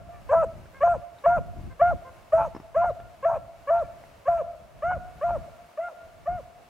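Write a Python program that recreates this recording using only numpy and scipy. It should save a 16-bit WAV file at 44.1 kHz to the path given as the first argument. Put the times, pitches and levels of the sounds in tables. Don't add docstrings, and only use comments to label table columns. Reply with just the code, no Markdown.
import sys
import numpy as np
from scipy import signal
from scipy.fft import rfft, irfft, next_fast_len
from scipy.io import wavfile
from scipy.ndimage import uniform_filter1d

SR = 44100
rng = np.random.default_rng(int(sys.argv[2]) if len(sys.argv) > 2 else 0)


def file_out(sig):
    cols = np.atleast_2d(sig).T
    lim = np.clip(cols, -1, 1)
    pcm = np.round(lim * 32767).astype(np.int16)
    wavfile.write(sys.argv[1], SR, pcm)


def field_ratio(decibels):
    return 10 ** (np.asarray(decibels, dtype=float) / 20)


N = 295022
LEAD = SR // 2

SNAPS = [.834, 1.261, 1.815, 3.252, 3.702, 4.282, 6.275]


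def band(x, hz, width):
    b, a = signal.iirpeak(hz, hz / width, fs=SR)
    return signal.lfilter(b, a, signal.lfilter(b, a, x))


def cut(x, hz, kind="low"):
    return signal.sosfilt(signal.cheby2(10, 50, hz, kind, fs=SR, output="sos"), x)


def unit(x):
    return x / np.sqrt(np.mean(x ** 2))


def chance(t, count):
    longest = SR // 4
    return rng.standard_normal((count, longest))[:, :len(t)]


def coloured(points):
    hz, db = np.transpose(points)
    size = next_fast_len(N)
    shape = np.interp(np.log(np.arange(size // 2 + 1) * SR / size + 1), np.log(hz), db)
    return unit(irfft(rfft(rng.standard_normal(size)) * field_ratio(shape), size)[:N])


def walk(rate):
    k = int(SR / rate)
    steps = np.repeat(rng.standard_normal(N // k + 1), k)
    return uniform_filter1d(uniform_filter1d(steps, k), k)[:N]


def add(track, sound, s):
    i = int(s * SR) + LEAD
    n = min(sound.shape[-1], track.shape[-1] - i)
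    track[..., i:i + n] += sound[..., :n]


def field():
    # (frequency [Hz], density [dB per Hz])
    leaves = [(120, -58), (200, -15.5), (388, -15.5), (687, -5.5), (767, -12.5), (922, -14), (1170, -15),
              (2040, -22), (2230, -19), (2400, -24.5), (2630, -21), (3170, -27), (16300, -39)]
    level_db = -65
    mid, side = coloured(leaves), coloured(leaves)
    stir = field_ratio(level_db + 8.5 + .5 * walk(4.5) + 0.97 * walk(14))
    return stir * (mid + field_ratio(-4.0) * side * np.array([[1], [-1]]))


def wind(voice):
    # (time [s], level [dB])
    buffets = [(0.0, -44.5), (0.28, -50.5), (0.42, -47), (0.9, -53), (1.21, -59.5), (1.289, -48),
               (1.451, -48), (1.68, -34.5), (1.78, -50), (2.3, -53.5), (2.75, -52), (3.3, -55.5),
               (4.2, -57), (4.8, -52.5), (5.5, -52), (5.85, -76), (6.12, -51), (6.69, -62)]
    # (frequency [Hz], density [dB per Hz])
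    rumble = [(8.8, -51.5), (15, -13.5), (37, 5.5), (60, 2.5), (82, 1.5), (157, -6), (289, -20),
              (348, -17.5), (450, -27.5), (580, -70), (990, -120)]
    rumble_lift_db, rumble_release_s = 11.5, 0.083

    late_voice = np.roll(np.abs(voice), int(.018 * SR))
    loud = np.clip(uniform_filter1d(late_voice, int(.03 * SR)) / .022, 0, 1)
    keep = np.exp(-1 / (rumble_release_s * SR))
    linger = np.maximum(loud, 0.94 * signal.lfilter([1 - keep], [1, -keep], loud))
    buffet_db = np.interp(np.arange(N) / SR, *np.transpose(buffets))
    gust = field_ratio(buffet_db + rumble_lift_db * linger + 1.5 * walk(6))
    side_db = -1.5 + 6.2 * loud
    mid, side = (coloured(rumble) * field_ratio(4. * walk(30)) for _ in range(2))
    ports = gust * (mid + field_ratio(side_db) * side * np.array([[1], [-1]]))
    return signal.lfilter(*signal.butter(1, 90, "high", fs=SR), ports)


def woods(x, tail_db, delay, echo_db, t60=1.1):
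    t = np.arange(SR) / SR
    mid, side = rng.standard_normal((2, len(t))) * rng.exponential(size=len(t))
    tail = unit(np.exp(-np.log(1000) * t / t60) * np.clip(t / 0.11, 0, 1))
    echo = unit(np.exp(-((t - delay) / 0.0038) ** 2))
    brush = unit(np.exp(-t / 0.078))
    shape = field_ratio(-23) * brush + field_ratio(tail_db) * tail + field_ratio(echo_db) * echo
    shape = shape / np.sqrt(2 * len(t))
    dull = band(x, 720, 500) + field_ratio(-1) * band(x, 1250, 1600)
    return np.array([signal.fftconvolve(dull, shape * (mid + sign * .3 * side)) for sign in (1, -1)])


def far_dog():
    # (time [s], length [s], top pitch [Hz], level [dB], 3rd harmonic [dB])
    yelps = [
        (0.1, 0.11, 597, -55.5, -7.5),
        (0.728, 0.079, 556, -55, 3.5),
        (1.695, 0.047, 539, -54.5, -1),
        (2.039, 0.073, 538.4, -45, -13),
        (3.827, 0.056, 587, -64.5, 4),
    ]
    scoop_from_hz, scoop_under_hz = 489.33, 570
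    out = np.zeros((2, N + LEAD))
    for s, length, top_hz, db, third_db in yelps:
        first_hz = scoop_from_hz if top_hz < scoop_under_hz else top_hz
        u = np.linspace(0, 1, int(length * SR))
        hz = top_hz * (1 - 0.082 * u ** 3) + (first_hz - top_hz) * np.exp(-u / 0.26)
        phase = 2 * np.pi * np.cumsum(hz) / SR
        upper = np.sin(3 * phase) + field_ratio(-4.5) * np.sin(4 * phase)
        stack = field_ratio(-3) * np.sin(phase) + np.sin(2 * phase) + field_ratio(third_db) * upper
        hoarse = field_ratio(3 * unit(band(chance(u, count=1)[0], 60, 100)))
        yelp = field_ratio(db) * np.sin(np.pi * u) * stack * hoarse
        add(out, yelp, s)
        add(out, woods(yelp, -11, 0.075, -16.5, t60=0.63), s)
    return out[:, LEAD:]


def twigs():
    # (time [s], snap level [dB], snap pitch [Hz], thud level [dB], thud pitch [Hz])
    stems = [(0.656, -51, 1550, -44, 507), (1.184, -53.5, 3830, -47.5, 700), (2.549, -56, 5200, -28, 307),
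             (2.564, -54, 5300, -29, 339.1), (2.6, -59, 5400, -35, 301), (2.899, -57, 3997, -56, 600),
             (3, -60, 3340, -37, 600), (3.791, -55.5, 3741, -48.5, 600), (4.038, -69, 1720, -39.5, 750),
             (4.054, -67, 4130, -64, 700)]
    out, t = np.zeros(N + LEAD), np.arange(2000) / SR
    for s, snap_db, snap_hz, thud_db, thud_hz in stems:
        push = 3 * np.exp(-t / .0004) + np.exp(-t / .006) * rng.standard_normal(len(t))
        knock = band(push, thud_hz, 450) + field_ratio(-2) * band(push, 2.6 * thud_hz, 400)
        knock += field_ratio(-9) * band(push, 1720, 300) + field_ratio(-15) * band(push, 2600, 400)
        tick = band(rng.standard_normal(len(t)) * np.exp(-t / .005), snap_hz, 400)
        snap = field_ratio(snap_db) * tick / np.abs(tick).max()
        thud = field_ratio(thud_db + 1.5) * knock / np.abs(knock).max()
        add(out, snap + thud, s)
    return out[LEAD:]


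def snapped(t, s):
    out = t.copy()
    for snap in SNAPS:
        if s[0] < snap < s[-1]:
            j = np.searchsorted(s, snap)
            inside = (t > s[j - 1]) & (t < s[j])
            lagging = s[j - 1] + 0.34 * (t - s[j - 1])
            out[inside] = np.where(t < snap, lagging, s[j])[inside]
    return uniform_filter1d(out, size=220)


def gesture(call, effort, throat):
    attack_s, crest_s, settle_s, last_hz = .005, .006, .015, 444.6
    start, rise, hold, peak_db, top_hz = call
    glide_db, settled_db, sag_db, gasp_db, fall_s = effort
    first_hz, lock_hz, pure_db, late_db, third_db = throat
    lock, fall = start + rise, start + rise + hold
    climb_hz, drop_hz = top_hz - lock_hz, top_hz - last_hz
    snaps = any(start < snap < lock for snap in SNAPS)
    climb, brass_db = (.25, -4) if snaps else (.45, .6 * pure_db)
    glide_hz = first_hz + climb * (lock_hz - first_hz)
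    rows = [
        (start, first_hz, -34, -3, -14),
        (start + attack_s, first_hz, glide_db - 10.5, 0, -13),
        (start + .6 * rise, glide_hz, glide_db, brass_db, brass_db - 11.5),
        (lock - .002, lock_hz, 0, pure_db, pure_db - 17.5),
        (lock + crest_s, lock_hz + 0.28 * climb_hz, -.5, pure_db, pure_db - 18),
        (lock + settle_s, lock_hz + 0.37 * climb_hz, settled_db, .7 * pure_db + 0.14 * late_db, third_db - 3.5),
        (lock + .6 * hold, top_hz, .55 * settled_db + 0.5 * sag_db, late_db - 4.5, third_db),
        (fall, top_hz - 6, sag_db, late_db, third_db + 2.0),
        (fall + .48 * fall_s, top_hz - .28 * drop_hz, gasp_db, -17, -39),
        (fall + .78 * fall_s, top_hz - 0.73 * drop_hz, gasp_db - 2.5, -17, -38),
        (fall + fall_s, last_hz, gasp_db - 11, -13, -30)]
    return np.array(rows) + [0, 0, peak_db, 0, 0]


def breath(t, noise):
    # (frequency [Hz], width [Hz], level [dB])
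    cavities = [(2420, 560, 2.5), (6460, 760, -6.5), (6800, 250, -13), (7800, 1600, -7),
                (10900, 4600, -9.5)]
    patches = field_ratio(3.2 * unit(band(chance(t, count=len(cavities)), 6, 10)))
    return sum(field_ratio(db) * patch * unit(band(noise, hz, width)) for (hz, width, db), patch in zip(cavities, patches))


def second_mode(t, hz, phase, noise, chaos):
    # (time [s], length [s], first pitch [Hz], level under the voice [dB], roughness [0-1])
    onsets = [(0.311, 0.046, 870.9, -11.5, 1.06), (0.349, 0.04, 1000, -11.5, 0),
              (0.417, 0.034, 1012, -9.5, 0.42), (0.855, 0.032, 1035, -13.5, 0),
              (0.867, 0.019, 965.5, -14.5, 0.8), (0.936, 0.024, 992, -6, 0.4),
              (1.257, 0.0093, 924, -11.5, 0.7), (1.293, 0.044, 962, -16, 0), (1.364, 0.025, 1020, -11, 0.7),
              (1.906, 0.011, 847, -4.5, 0.13), (2.37, 0.091, 886, -1, 0.28), (2.443, 0.027, 1010, -3, 0.22),
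              (2.814, 0.029, 1021, -8.5, 0), (2.833, 0.032, 950, -6.5, 0.7),
              (3.278, 0.097, 945, -3.5, 0.48), (3.698, 0.019, 950, -19, 0.82),
              (3.721, 0.089, 920, -15, 0.2), (4.302, 0.042, 1032, -17.5, 0.17),
              (4.363, 0.02, 890, -13.5, 0.38), (4.903, 0.024, 1024, -6, 0.64),
              (5.261, 0.06, 1020, -16.5, 0.08), (5.28, 0.044, 887.7, -10.5, 0.63),
              (5.347, 0.02, 960, -13.5, 0.26), (5.878, 0.031, 873, -3.5, 0.5)]
    sag_hz_per_s, follows = 390, 1.5
    shake, mode = np.zeros((2, len(t)))
    begin, end = t[0], t[-1] + 1 / SR
    for start, length, first_hz, mode_db, rough in onsets:
        if not begin < start < end:
            continue
        u = np.clip((t - start) / length, 0, 1)
        swell = field_ratio(mode_db) * np.sin(np.pi * u) ** .7
        drop = np.minimum(hz / np.interp(start, t, hz), 1) ** follows
        mode_phase = 2 * np.pi * np.cumsum((first_hz - sag_hz_per_s * length * u) * drop) / SR
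        rasp = unit(cut(band(noise, first_hz, 600), 2000))
        mode += swell * ((1 - rough) * np.sin(mode_phase) + rough * rasp)
        mode += swell * field_ratio(-31.5) * np.sin(mode_phase + phase)
        beat = .25 * np.sin(mode_phase - phase)
        jolts = 2.2 * np.tanh(unit(band(chaos, 75, 90)))
        shake += swell * ((1 - rough) * beat + rough * jolts)
    return shake, mode


def bark(rows, hiss_db):
    mouth_top_hz = 3090
    s, *columns = np.transpose(rows)
    t = np.arange(s[0], s[-1], 1 / SR)
    hz, _, second_db, third_db = (np.interp(snapped(t, s), s, c) for c in columns)
    db = np.interp(t, s, columns[1])
    noise = chance(t, count=4)
    jitter = 1 + .007 * unit(band(noise[0], 90, 200))
    phase = 2 * np.pi * np.cumsum(hz * jitter) / SR
    shake, mode = second_mode(t, hz, phase, noise[1], noise[2])

    voice = np.sin(phase) + field_ratio(second_db) * np.sin(2 * phase + 0.9)
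    for k in range(3, 7):
        flutter = 1 + .45 * unit(band(chance(t, count=1)[0], 50, 90))
        harmonic_db = third_db * (1 + .2 * (k - 3)) - 7 * np.sqrt(k - 3)
        voice += field_ratio(harmonic_db) * flutter * np.sin(k * phase + 1.2 * k)
    voice += field_ratio(-30) * unit(cut(band(noise[0], 1150, 900), 2200))
    voice = cut(voice * (1 + shake) + mode, 389, "high")
    tone = cut(np.sqrt(2) * field_ratio(db) * voice, 1.25 * mouth_top_hz)

    hiss = field_ratio(hiss_db + 0.35 * db + 0.56 * db.max()) * breath(t, noise[3])
    edge = np.clip(np.minimum((t - s[0]) / 0.0014, (s[-1] - t) / 0.0045), 0, 1)
    return edge * (tone + hiss)


def hound():
    # (time [s], rise [s], hold [s], peak level [dB], top pitch [Hz])
    calls = [(0.289, .046, 0.076, -16, 662.5), (0.804, .036, .082, -14, 698.5),
             (1.237, .033, .088, -13.5, 708.2), (1.793, .029, 0.083, -12, 711),
             (2.32, .017, 0.11, -13, 677), (2.743, .027, .110, -17.5, 710.6),
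             (3.225, .036, 0.085, -17, 673), (3.67, .039, 0.093, -18, 691), (4.253, .034, .096, -16, 676.7),
             (4.819, .023, 0.093, -25.5, 730.5), (5.209, .038, 0.087, -22, 697.8),
             (5.771, .022, 0.088, -26, 704.8), (6.255, .027, 0.083, -22.5, 724.4)]
    # (glide [dB], settled [dB], end of hold [dB], last gasp [dB], fall [s])
    efforts = [(-5.5, -1, -7, -4.5, .042), (-9.5, -4, -8, -14, .052), (-10.5, -3.5, -9.5, -10.5, 0.039),
               (-12, -4.5, -13, -13.5, 0.037), (-9.5, -3.5, -17, -18.5, .040), (-8.5, -2, -7.5, -6.5, .036),
               (-10.5, -4, -13, -11, 0.038), (-8, 0.5, -7.5, -7, 0.035), (-15, -5.5, -10.5, -9, 0.044),
               (-2, 0.5, -2.5, -8, 0.048), (-4, -2, -5.5, -5.5, 0.045), (-4.5, -3.5, -13, -19, 0.058),
               (-12, -3.5, -13, -13, .048)]
    # (first pitch [Hz], locked pitch [Hz], overtones at the lock [dB],
    # 2nd harmonic late in the hold [dB], 3rd harmonic in the hold [dB])
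    throats = [(512, 660, -25.5, -5, -38), (547, 685, -22, -11, -52), (543.6, 675, -23.5, -6.5, -38),
               (552.3, 683, -20, -5, -34.5), (592.4, 638, -29, -9.5, -40.5), (516, 645, -18.5, -11, -36.5),
               (528, 672, -21, -12, -44), (551, 662, -26.5, -12.5, -46.5),
               (522.7, 696, -26.5, -16.5, -46.5), (570, 655, -11.5, -4, -26),
               (552.4, 690, -20, -15.5, -47.5), (582, 645, -37.5, 0.5, -24), (569.4, 685, -33, -14.5, -32)]
    # (breath hiss [dB], woods tail [dB], echo delay [s], echo level [dB])
    surroundings = [(-47.5, -31.5, 0.049, -46), (-49, -30.5, .2, -29), (-50, -28, 0.17, -55),
                    (-56.5, -33.5, 0.2076, -31.5), (-48.5, -29.5, 0.29, -37.5), (-49.5, -25, 0.198, -28.5),
                    (-49, -23, .2, -44), (-52, -23, 0.19, -32), (-49.5, -18, .135, -25),
                    (-49.5, -20, .2, -51), (-49.5, -18, 0.19, -33), (-46.5, -14.5, 0.14, -56.5),
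                    (-54, -21, 0.24, -38)]
    dry, wet = np.zeros(N + LEAD), np.zeros((2, N + LEAD))
    for call, effort, throat, (hiss_db, *trees) in zip(calls, efforts, throats, surroundings):
        sound = bark(gesture(call, effort, throat), hiss_db)
        add(dry, sound, call[0])
        add(wet, woods(sound, *trees), call[0])
    earlier = bark(gesture(calls[1], efforts[1], throats[1]), -51)
    add(wet, woods(earlier, -28, 0.2976, -33), -.24)
    return dry[LEAD:], wet[:, LEAD:]


def scene():
    dry, wet = hound()
    pan = field_ratio(np.array([[.4], [-.4]]))
    lead = field_ratio(-20.5) * signal.hilbert(dry, next_fast_len(N))[:N].imag
    near = pan * (dry + twigs()) + lead * np.array([[1], [-1]])
    return near + wet + far_dog() + wind(dry) + field()


def low_pass(x):
    return signal.sosfilt(signal.butter(12, 16460, fs=SR, output="sos"), x)


def record(dry):
    side = cut((dry[0] - dry[1]) / 2, 11390)
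    mid = cut((dry[0] + dry[1]) / 2, 16900)
    return low_pass(np.array([mid + side, mid - side]))


dry = scene()
out = record(dry)
file_out(out)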